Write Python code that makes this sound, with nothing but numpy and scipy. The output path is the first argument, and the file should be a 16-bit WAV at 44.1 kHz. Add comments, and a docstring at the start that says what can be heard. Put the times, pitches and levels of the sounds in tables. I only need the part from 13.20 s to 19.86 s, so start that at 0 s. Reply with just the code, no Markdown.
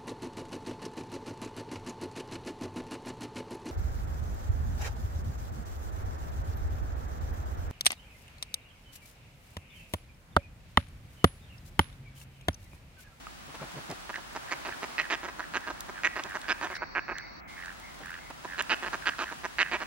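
"""Swans over a frozen lake

Swans fly low on a quiet winter day. Each dry, rasping honk is a pulse train filtered by the throat;
they cluster as lead-in, main honk and repeat, and a farther bird answers with a slower rattle.
Wings puff and whistle, the ice reflects the calls and the wooded shore scatters them back. Small ticks
sound nearby, a motor whirs once while the treble drops away, and faint air and a whine lie beneath."""
import sys
import numpy as np
from scipy import signal
from scipy.fft import rfft, irfft, next_fast_len
from scipy.io import wavfile

SR = 44100
rng = np.random.default_rng(int(sys.argv[2]) if len(sys.argv) > 2 else 0)


def pcm_store(signal):
    """Save signal as 16-bit PCM."""
    levels = np.round(np.clip(np.atleast_2d(signal), -1, 1) * 32767)
    wavfile.write(sys.argv[1], SR, levels.astype(np.int16).T)


N = 293706

EASY_DB = -34.5   # level of a honk of ordinary effort
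# manners of honking: nominal_pulse_rate_hz, swell_db, lean_to_end_db, body_db, bite_db, fizz_db
SOFT, HARD, LOOSE = (205, 6, 3, 1.5, -4, -4.5), (190, 4.5, 1.5, -0.5, 2.5, -4), (215, 4, 0, 0, 2, -6)
BURRED, TRAILING = (325, 3, -.5, 3, 3.5, -3.5), (311, 8, -4.5, 0.5, 2.5, -6)
# main honks with their lead-in and repeat: start_s, length_s, level_db, resonance_hz, brightness_db,
# lead_in_ahead_s, lead_in_db, repeat_after_s, repeat_db
HONK_CLUSTERS = [(1.311, .027, -32, 1830, 1, 0.16, -37, 0.14, -37.5),
                 (1.7817, .035, -28.3, 1880, 2, 0.16, -35.5, 0.12, -29.5),
                 (2.338, .040, -31, 1600, -.5, 0.15, -36, 0.13, -36.5),
                 (2.8351, .038, -25.5, 1840, -0.5, 0.15, -40.5, .123, -34.3),
                 (3.283, .043, -27.7, 1670, 0, 0.14, -34.3, .130, -33.8),
                 (3.751, .041, -28, 1580, 2.5, .140, -34, .130, -34.5),
                 (5.381, .031, -29.5, 1704, 1.5, 0.14, -39.5, .115, -26.4),
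                 (5.858, .037, -27, 1561, 2.5, .133, -33, .127, -32.7),
                 (6.385, .044, -24, 1828, -2, 0.15, -34, .130, -30.4)]
# weak honks between the clusters: start_s, length_s, level_db
STRAY_HONKS = [(.894, .014, -38), (.976, .017, -45.5), (2.032, .032, -38.5), (2.08, .018, -40),
               (3.043, 0.032, -43), (3.502, .027, -40), (5.103, 0.0078, -42), (5.626, .022, -35),
               (5.657, .026, -35), (6.115, .017, -40), (6.604, 0.031, -36)]


def honk_plan(break_below_db=-34, half_s=.022, catch_s=.007, stray_hz=1740):
    """Phrasing: the honks of a cluster share one resonance, and a weak repeat breaks into halves."""
    for start, length, db, hz, bright, ahead, lead_db, after, repeat_db in HONK_CLUSTERS:
        lead_s = .0265 + .0018 * (lead_db - EASY_DB)
        yield start - ahead, lead_s, lead_db, hz, bright, SOFT
        yield start, length, db, hz, bright, HARD
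        if repeat_db < break_below_db:
            yield start + after, half_s, repeat_db, hz, bright, LOOSE
            yield start + after + half_s + catch_s, half_s, repeat_db - 1.5, hz, bright, TRAILING
        else:
            repeat_s = .059 - .0014 * (repeat_db - EASY_DB)
            yield start + after, repeat_s, repeat_db, hz, bright, BURRED
    for start, length, db in STRAY_HONKS:
        yield start, length, db, stray_hz, 0, LOOSE


def pulse_places(length_s, rate, edge_rate=165, jitter=.11):
    """Rate modulation: pulses, placed from 0 to 1, crowd mid-honk and are never quite even."""
    u = np.linspace(0, 1, 64)
    pulses_per_s = edge_rate + 1.2 * (rate - edge_rate) * np.sin(np.pi * u) ** 2
    cycles = np.cumsum(pulses_per_s) * length_s / len(u)
    count = max(round(cycles[-1]), 1)
    steps = np.arange(count + 1.)
    steps[1:-1] += jitter * rng.standard_normal(count - 1)
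    return np.interp(steps / count, (cycles - cycles[0]) / (cycles[-1] - cycles[0]), u)


# response of the throat to one pulse: frequency_hz, gain_db
THROAT_RESPONSE = [(170, -14), (240, -4), (330, -1.05), (450, -4), (700, -2), (1000, 0.5), (1400, -4),
                   (2000, -8.5), (2600, -6), (3400, -15), (4400, -11), (5200, -9.5), (6500, -12),
                   (9000, -33.5)]


def honks(resonance_db=12, width_hz=350, wander=.029, uneven_db=1.8, ripple_db=3,
          upper_from_hz=4900, upper_to_hz=3100, upper_db=7.5, gap_db=6.5):
    """Source and filter: each pulse briefly rings the throat's resonances, a little differently."""
    out, hz = np.zeros((2, N)), np.fft.rfftfreq(1024, 1 / SR)
    knots = np.geomspace(500, 12000, 34)
    throat = at_hz(THROAT_RESPONSE, hz) + at_hz([(60, -22), (170, 0), (9000, 0), (15000, -12)], hz)
    for start, length, db, centre, bright, (rate, swell, lean, body, bite, fizz) in honk_plan():
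        effort = db - EASY_DB   # effort thins the voice: less body and fizz beside the resonance
        colour = throat + at_hz([(950, body - effort), (1900, .0034), (3000, bite + bright),
                                 (5500, fizz + bright - .65 * effort)], hz)
        # the small upper resonances differ from honk to honk
        variation = rng.standard_normal(len(knots)) * np.minimum(knots / 2500, 1.2)
        colour += 2.5 * np.interp(hz, knots, variation)
        span = round(length * SR)
        call = np.zeros(span + 2 * len(hz))
        for u in pulse_places(length, rate):
            peaks = resonance_db * hump(hz, centre * (1 + wander * rng.normal()), width_hz)
            # an upper resonance sinks through the honk, with a dark gap above it
            upper = upper_from_hz + (upper_to_hz - upper_from_hz) * u
            peaks += upper_db * hump(hz, upper, width_hz) - gap_db * hump(hz, 1.16 * upper, 2 * width_hz)
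            ripple = ripple_db * np.interp(hz, knots, rng.standard_normal(len(knots)))
            force = from_db(lean * (2 * u - 1) - swell * (2 * u - 1) ** 2 + uneven_db * rng.normal())
            pulse = force * impulse_response(colour + peaks + ripple)
            call[int(u * span):int(u * span) + len(pulse)] += pulse
        call *= from_db(db) * np.sqrt((span + .011 * SR) / np.sum(call ** 2))
        add(out, start - .0003, placed(-call, pan=-4))
    return out


def dispersed(x, hz, width_hz):
    """Dispersion: an all-pass delays the band around hz, so a pulse builds over a swing or two."""
    radius = np.exp(-np.pi * width_hz / SR)
    poles = [1, -2 * radius * np.cos(2 * np.pi * hz / SR), radius ** 2]
    return signal.lfilter(poles[::-1], poles, x + 1e-18)


# calls of the farther bird: start_s, end_s, level_db
FAR_RATTLES = [(0.933, 0.974, -40), (1.277, 1.306, -47), (1.505, 1.546, -42.5), (1.832, 1.866, -42),
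               (2.219, 2.252, -45), (2.432, 2.461, -47), (2.748, 2.801, -44.5), (3.09, 3.142, -43),
               (3.223, 3.277, -46), (3.53, 3.58, -41.5), (3.945, 4.009, -42.5), (4.369, 4.528, -44),
               (4.836, 4.989, -44.2), (5.278, 5.37, -43), (5.825, 5.854, -45), (5.91, 5.95, -44),
               (6.06, 6.112, -42), (6.441, 6.497, -42)]


def rattles(rate_hz=87, low_hz=1350, high_hz=2020, chirp_s=.008, sag=.11, wander=.051, uneven_db=1.5):
    """A slow pulse train is heard as a rattle: rough, rising chirps that swell, sink and fade."""
    out, u = np.zeros(N), np.linspace(0, 1, int(chirp_s * SR))
    for start, end, db in FAR_RATTLES:
        span = int((end - start) * SR)
        call = np.zeros(span + len(u))
        for place in np.linspace(0, 1, max(round((end - start) * rate_hz), 2) + 1):
            pitch = (low_hz + (high_hz - low_hz) * u) * (1 + sag * (.5 - place) + wander * rng.normal())
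            rasp = .29 * noise_band(len(u), 1100, 2600)
            chirp = (np.sin(2 * np.pi * np.cumsum(pitch) / SR) + rasp) * np.sin(np.pi * u) ** 2
            force = (.86 + np.sin(np.pi * place)) * from_db(uneven_db * rng.normal())
            call[int(place * span):int(place * span) + len(u)] += force * chirp
        add(out, start - chirp_s / 2, from_db(db) * rms_one(call))
    return placed(out, pan=-4)


# puffs of air from the wings: centre_s, half_width_s, noise_db, corner_hz, thump_db
WING_PUFFS = [(0.295, .032, -51.5, 600, -54), (0.352, 0.016, -43.5, 2400, -64),
              (0.428, 0.028, -39, 480, -45), (0.577, .033, -41.5, 300, -44.5),
              (.712, .027, -36.5, 430, -43.5), (4.818, .033, -46, 500, -65)]


def wing_puffs(lowest_hz=150, thump_hz=140):
    """Air displacement: a wing pushes a soft lump of dull noise with a sinking thump under it."""
    out, t = np.zeros(N), np.arange(N) / SR
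    for centre, width, db, corner, thump_db in WING_PUFFS:
        noise = cut(rng.standard_normal(N), corner, "low", order=1)
        noise = cut(noise, lowest_hz, "high", order=4)
        noise = rms_one(cut(noise, 2700, "low", order=1))
        pitch = thump_hz * (1 - .25 * np.tanh((t - centre) / width))
        thump = np.sqrt(2) * np.sin(2 * np.pi * (np.cumsum(pitch) / SR + rng.random()))
        envelope = np.exp(-2 * ((t - centre) / width) ** 2)
        out += (from_db(db) * noise + from_db(thump_db) * thump) * envelope
    return placed(out, pan=0)


# whistling wingbeats: centre_s
WINGBEATS = [3.56, 4.02, 4.33, 4.68, 5.05]


def wing_whistles(pitch_hz=2100, width_hz=240, half_width_s=.072, first_db=-46.5, fade_db_per_s=5):
    """Aeolian sound: air sings through the flight feathers, fainter as the bird draws away."""
    out, t = np.zeros(N), np.arange(N) / SR
    tone = noise_band(N, pitch_hz - width_hz / 2, pitch_hz + width_hz / 2)
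    for centre in WINGBEATS:
        db = first_db - fade_db_per_s * (centre - WINGBEATS[0])
        out += from_db(db) * tone * np.exp(-((t - centre) / half_width_s) ** 2)
    return placed(out, pan=0)


# a far bird's peep: start_s, length_s, level_db, from_hz, to_hz
FAR_PEEP = (0.4, 0.02, -44.5, 1270, 1500)


def peep():
    """Frequency glide: a nearly pure tone starts quickly and fades as it rises."""
    start, length, db, from_hz, to_hz = FAR_PEEP
    out, u = np.zeros(N), np.linspace(0, 1, int(length * SR))
    tone = np.sin(2 * np.pi * np.cumsum(from_hz + (to_hz - from_hz) * u) / SR)
    add(out, start, from_db(db) * tone * np.sin(np.pi * np.sqrt(u)))
    return out


def ice_reflection(x, delay_s=.0031, gain_db=-15):
    """Specular reflection: a weaker, duller copy glances off the ice a moment later."""
    out = np.zeros((2, N))
    add(out, delay_s, from_db(gain_db) * cut(x, 5300, "low", order=1))
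    return out


# colour of the shore's answer: frequency_hz, gain_db
SHORE_RESPONSE = [(150, -33), (600, -22), (1200, -7.5), (1800, -2.5), (2600, -2), (3200, -15), (8000, -21)]


def shore_echo(x, t60_s=1.1, build_s=.0096):
    """Diffuse scattering: countless trunks return a thin, midrange tail, unlike in each ear."""
    t, size = np.arange(2 * SR) / SR, next_fast_len(N + 2 * SR)
    tail = rng.standard_normal((2, len(t))) * from_db(-60 * t / t60_s) * (1 - np.exp(-t / build_s))
    tail /= np.sqrt(np.sum(tail ** 2, axis=1, keepdims=True))
    tail = tail + .52 * tail[::-1]   # the ears share part of it
    colour = from_db(at_hz(SHORE_RESPONSE, np.fft.rfftfreq(size, 1 / SR)) - 14)
    return irfft(rfft(x, size) * rfft(tail, size) * colour, size)[:, :N]


# small ticks nearby: start_s, strength_db, pitch_hz
NEAR_TICKS = [(.069, -28.5, 1250), (.701, -33, 5000), (.713, -27, 5060), (.958, -21, 1970),
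              (2.607, -24.5, 6900), (3.037, -25.5, 3370), (3.216, -30, 3600), (3.984, -31.5, 4190),
              (4.459, -33.5, 4030), (4.942, -35, 2800), (5.423, -27.5, 8000)]


def ticks(t60_cycles=35, full_crack_hz=3500, crack_s=.0015):
    """Damped oscillation: a tiny crack with a short ring; low ticks are rounder."""
    out, t = np.zeros(N), np.arange(SR // 10) / SR
    for start, db, hz in NEAR_TICKS:
        ring = np.sin(2 * np.pi * hz * t) * from_db(-60 * t * hz / t60_cycles)
        crack = noise_band(len(t), hz / 2, min(2 * hz, SR / 3)) * np.exp(-t / crack_s)
        add(out, start, from_db(db) * (.68 * ring + .69 * min(hz / full_crack_hz, 1) * crack))
    return placed(out, pan=-2.5)


# close tones of the motor's whir: pitch_hz, relative_db
WHIR_TONES = [(3900, -15.5), (4350, -5), (4540, -4), (5050, -18), (5600, -12.5)]


def motor(on_s=3.548, off_s=4.205, ramp_s=.0082, level_db=-56, width_hz=80, kick_db=17, kick_s=.024):
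    """Gear noise: a small lens motor whirs in narrow bands inside a hiss that rasps as it starts."""
    whir = sum(from_db(db) * noise_band((2, N), hz - width_hz / 2, hz + width_hz / 2)
               for hz, db in WHIR_TONES)
    gears = from_db(-5) * noise_band((2, N), 3700, 5900, order=4)
    kick = from_db(kick_db * gate(on_s, on_s + kick_s, ramp_s))
    return gate(on_s, off_s, ramp_s) * from_db(level_db) * (whir + kick * gears)


def treble_dip(x, from_s=3.578, to_s=4.282, ramp_s=.014, corner_hz=2680, leak_db=-19.5):
    """Low-pass filtering: the treble drops away for about as long as the motor runs."""
    muted = gate(from_s, to_s, ramp_s)
    dull = cut(x, corner_hz, "low", order=12) + from_db(leak_db) * cut(x, 9000, "low")
    return (1 - muted) * x + muted * dull


# spectrum of the air over the lake: frequency_hz, relative_density_db
AIR_SPECTRUM = [(25, -18), (45, 1.5), (65, -2), (95, -8.5), (160, -6), (300, -8.5), (450, -14.9),
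                (750, -7.5), (1300, -7), (2100, -11.5), (2900, -16.5), (5500, -22), (10000, -28),
                (15000, -35.3)]
# left-right likeness of the air noise: frequency_hz, correlation
AIR_CORRELATION = [(40, -0.17), (120, 0.3), (400, -0.61), (1200, -0.28), (3000, -0.21), (8000, -0.24),
                   (14000, -0.23)]


def air_band(low_hz, high_hz):
    """Partial coherence: shared and opposed noise mix in one band; the shared part has unit rms."""
    hz = np.fft.rfftfreq(N, 1 / SR) + 1e-3
    mid, side = rfft(rng.standard_normal((2, N)))
    alike = np.clip(at_hz(AIR_CORRELATION, hz), -.95, .95)
    side *= np.sqrt((1 - alike) / (1 + alike))
    roll_off = np.sqrt((1 + (low_hz / hz) ** 12) * (1 + (hz / high_hz) ** 12))
    gain = from_db(at_hz(AIR_SPECTRUM, hz)) / roll_off
    noise = irfft(gain * np.array([mid + side, mid - side]), N)
    return noise / noise.mean(0).std()


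# course of the air noise: time_s, rush_db, hiss_db
AIR_LEVELS = [(0, -55.5, -57), (.25, -55.5, -57), (.48, -50.5, -53), (1.05, -52.5, -55), (1.3, -48, -53),
              (1.7, -48.5, -52), (2.1, -51.3, -56.5), (3.2, -50.5, -56), (4.25, -54, -57.5),
              (5.15, -54, -57.5), (5.6, -49, -52.8), (6.33, -53.5, -55), (6.66, -50.5, -55.5)]


def air(rumble_db=-57):
    """Ambient noise: a steady distant rumble under a slowly varying rush and hiss."""
    times, *levels = np.transpose(AIR_LEVELS)
    rush, hiss = (from_db(np.interp(np.arange(N) / SR, times, db)) for db in levels)
    rumble = from_db(rumble_db) * air_band(30, 260)
    return rumble + rush * air_band(256, 2180) + hiss * air_band(2420, 14200)


def specks(per_s=10, spread_db=3, decay_s=.0023):
    """Shot noise: very faint dry ticks at random times, each ear hearing its own share."""
    sizes = from_db(-46 + spread_db * np.clip(rng.standard_normal(N), -2, 2))
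    impulses = sizes * (rng.random(N) < per_s / SR)
    envelope = signal.lfilter([1], [1, -np.exp(-1 / (decay_s * SR))], impulses + 1e-18)
    return cut(envelope * rng.standard_normal((2, N)), [2500, 11000], "band", order=1)


# thin electronic whine: pitch_hz, rms_db
WHINE_TONES = [(15734, -70.5)]


def whine():
    """Pure tone: a steady electronic oscillation near the upper limit of hearing."""
    t = np.arange(N) / SR
    return sum(np.sqrt(2) * from_db(db) * np.sin(2 * np.pi * hz * t) for hz, db in WHINE_TONES)


def placed(x, pan, shadow_hz=800, left_lag_s=.00005):
    """Diffraction: bass bends round evenly, treble favours the right if pan < 0; the left ear lags."""
    n, bass = np.arange(len(x)), cut(x, shadow_hz, "low", order=1)
    gains = from_db([[.71 * pan], [-.71 * pan]])
    left, right = bass + (x - bass) * gains / gains.mean()
    return np.array([np.interp(n - left_lag_s * SR, n, left), right])


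def impulse_response(spectrum_db):
    """Minimum phase: the causal response to a click of a body with this spectrum."""
    cepstrum = irfft(np.log(from_db(spectrum_db)))
    half = len(cepstrum) // 2
    cepstrum[1:half] *= 2
    cepstrum[half + 1:] = 0
    return irfft(np.exp(rfft(cepstrum)))


def hump(hz, centre, half_width):
    """Lorentzian resonance curve, 1 on top."""
    return 1 / (1 + ((hz - centre) / half_width) ** 2)


def at_hz(points, hz):
    """Interpolation of a spectrum on a log-frequency axis."""
    frequencies, values = np.transpose(points)
    return np.interp(np.log(hz + 1e-9), np.log(frequencies), values)


def cut(x, hz, kind, order=2):
    """Butterworth filter."""
    return signal.sosfilt(signal.butter(order, hz, kind, fs=SR, output="sos"), x + 1e-18)


def noise_band(shape, low_hz, high_hz, order=2):
    """Band-limited noise of unit rms."""
    return rms_one(cut(rng.standard_normal(shape), [low_hz, high_hz], "band", order))


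def gate(from_s, to_s, ramp_s):
    """Trapezoidal window: 1 between two times and 0 outside."""
    t = np.arange(N) / SR
    return np.clip(.5 + np.minimum(t - from_s, to_s - t) / ramp_s, 0, 1)


def from_db(db):
    """Decibels to amplitude ratio."""
    return 10 ** (np.asarray(db) / 20)


def rms_one(x):
    """Normalisation to unit rms."""
    return x / np.sqrt(np.mean(x ** 2) + 1e-20)


def add(out, start_s, sound):
    """Superposition: mix a sound in from start_s."""
    i = max(round(start_s * SR), 0)
    out[..., i:i + sound.shape[-1]] += sound[..., :N - i]


def scene():
    """Multipath propagation: honks come straight, glance off the ice and return from the shore."""
    near = dispersed(honks(), hz=2100, width_hz=2000)
    near = dispersed(near, hz=996, width_hz=900)
    birds = near + rattles() + wing_whistles() + peep() + ice_reflection(near)
    lake = birds + shore_echo(birds) + wing_puffs() + air() + specks()
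    return treble_dip(lake) + ticks() + motor() + whine()


def record(dry, cutoff_hz=15950):
    """Band limiting: a steep elliptic low-pass removes the highest treble."""
    return signal.sosfilt(signal.ellip(12, .1, 80, cutoff_hz, fs=SR, output="sos"), dry)


dry = scene()
out = record(dry)
pcm_store(out)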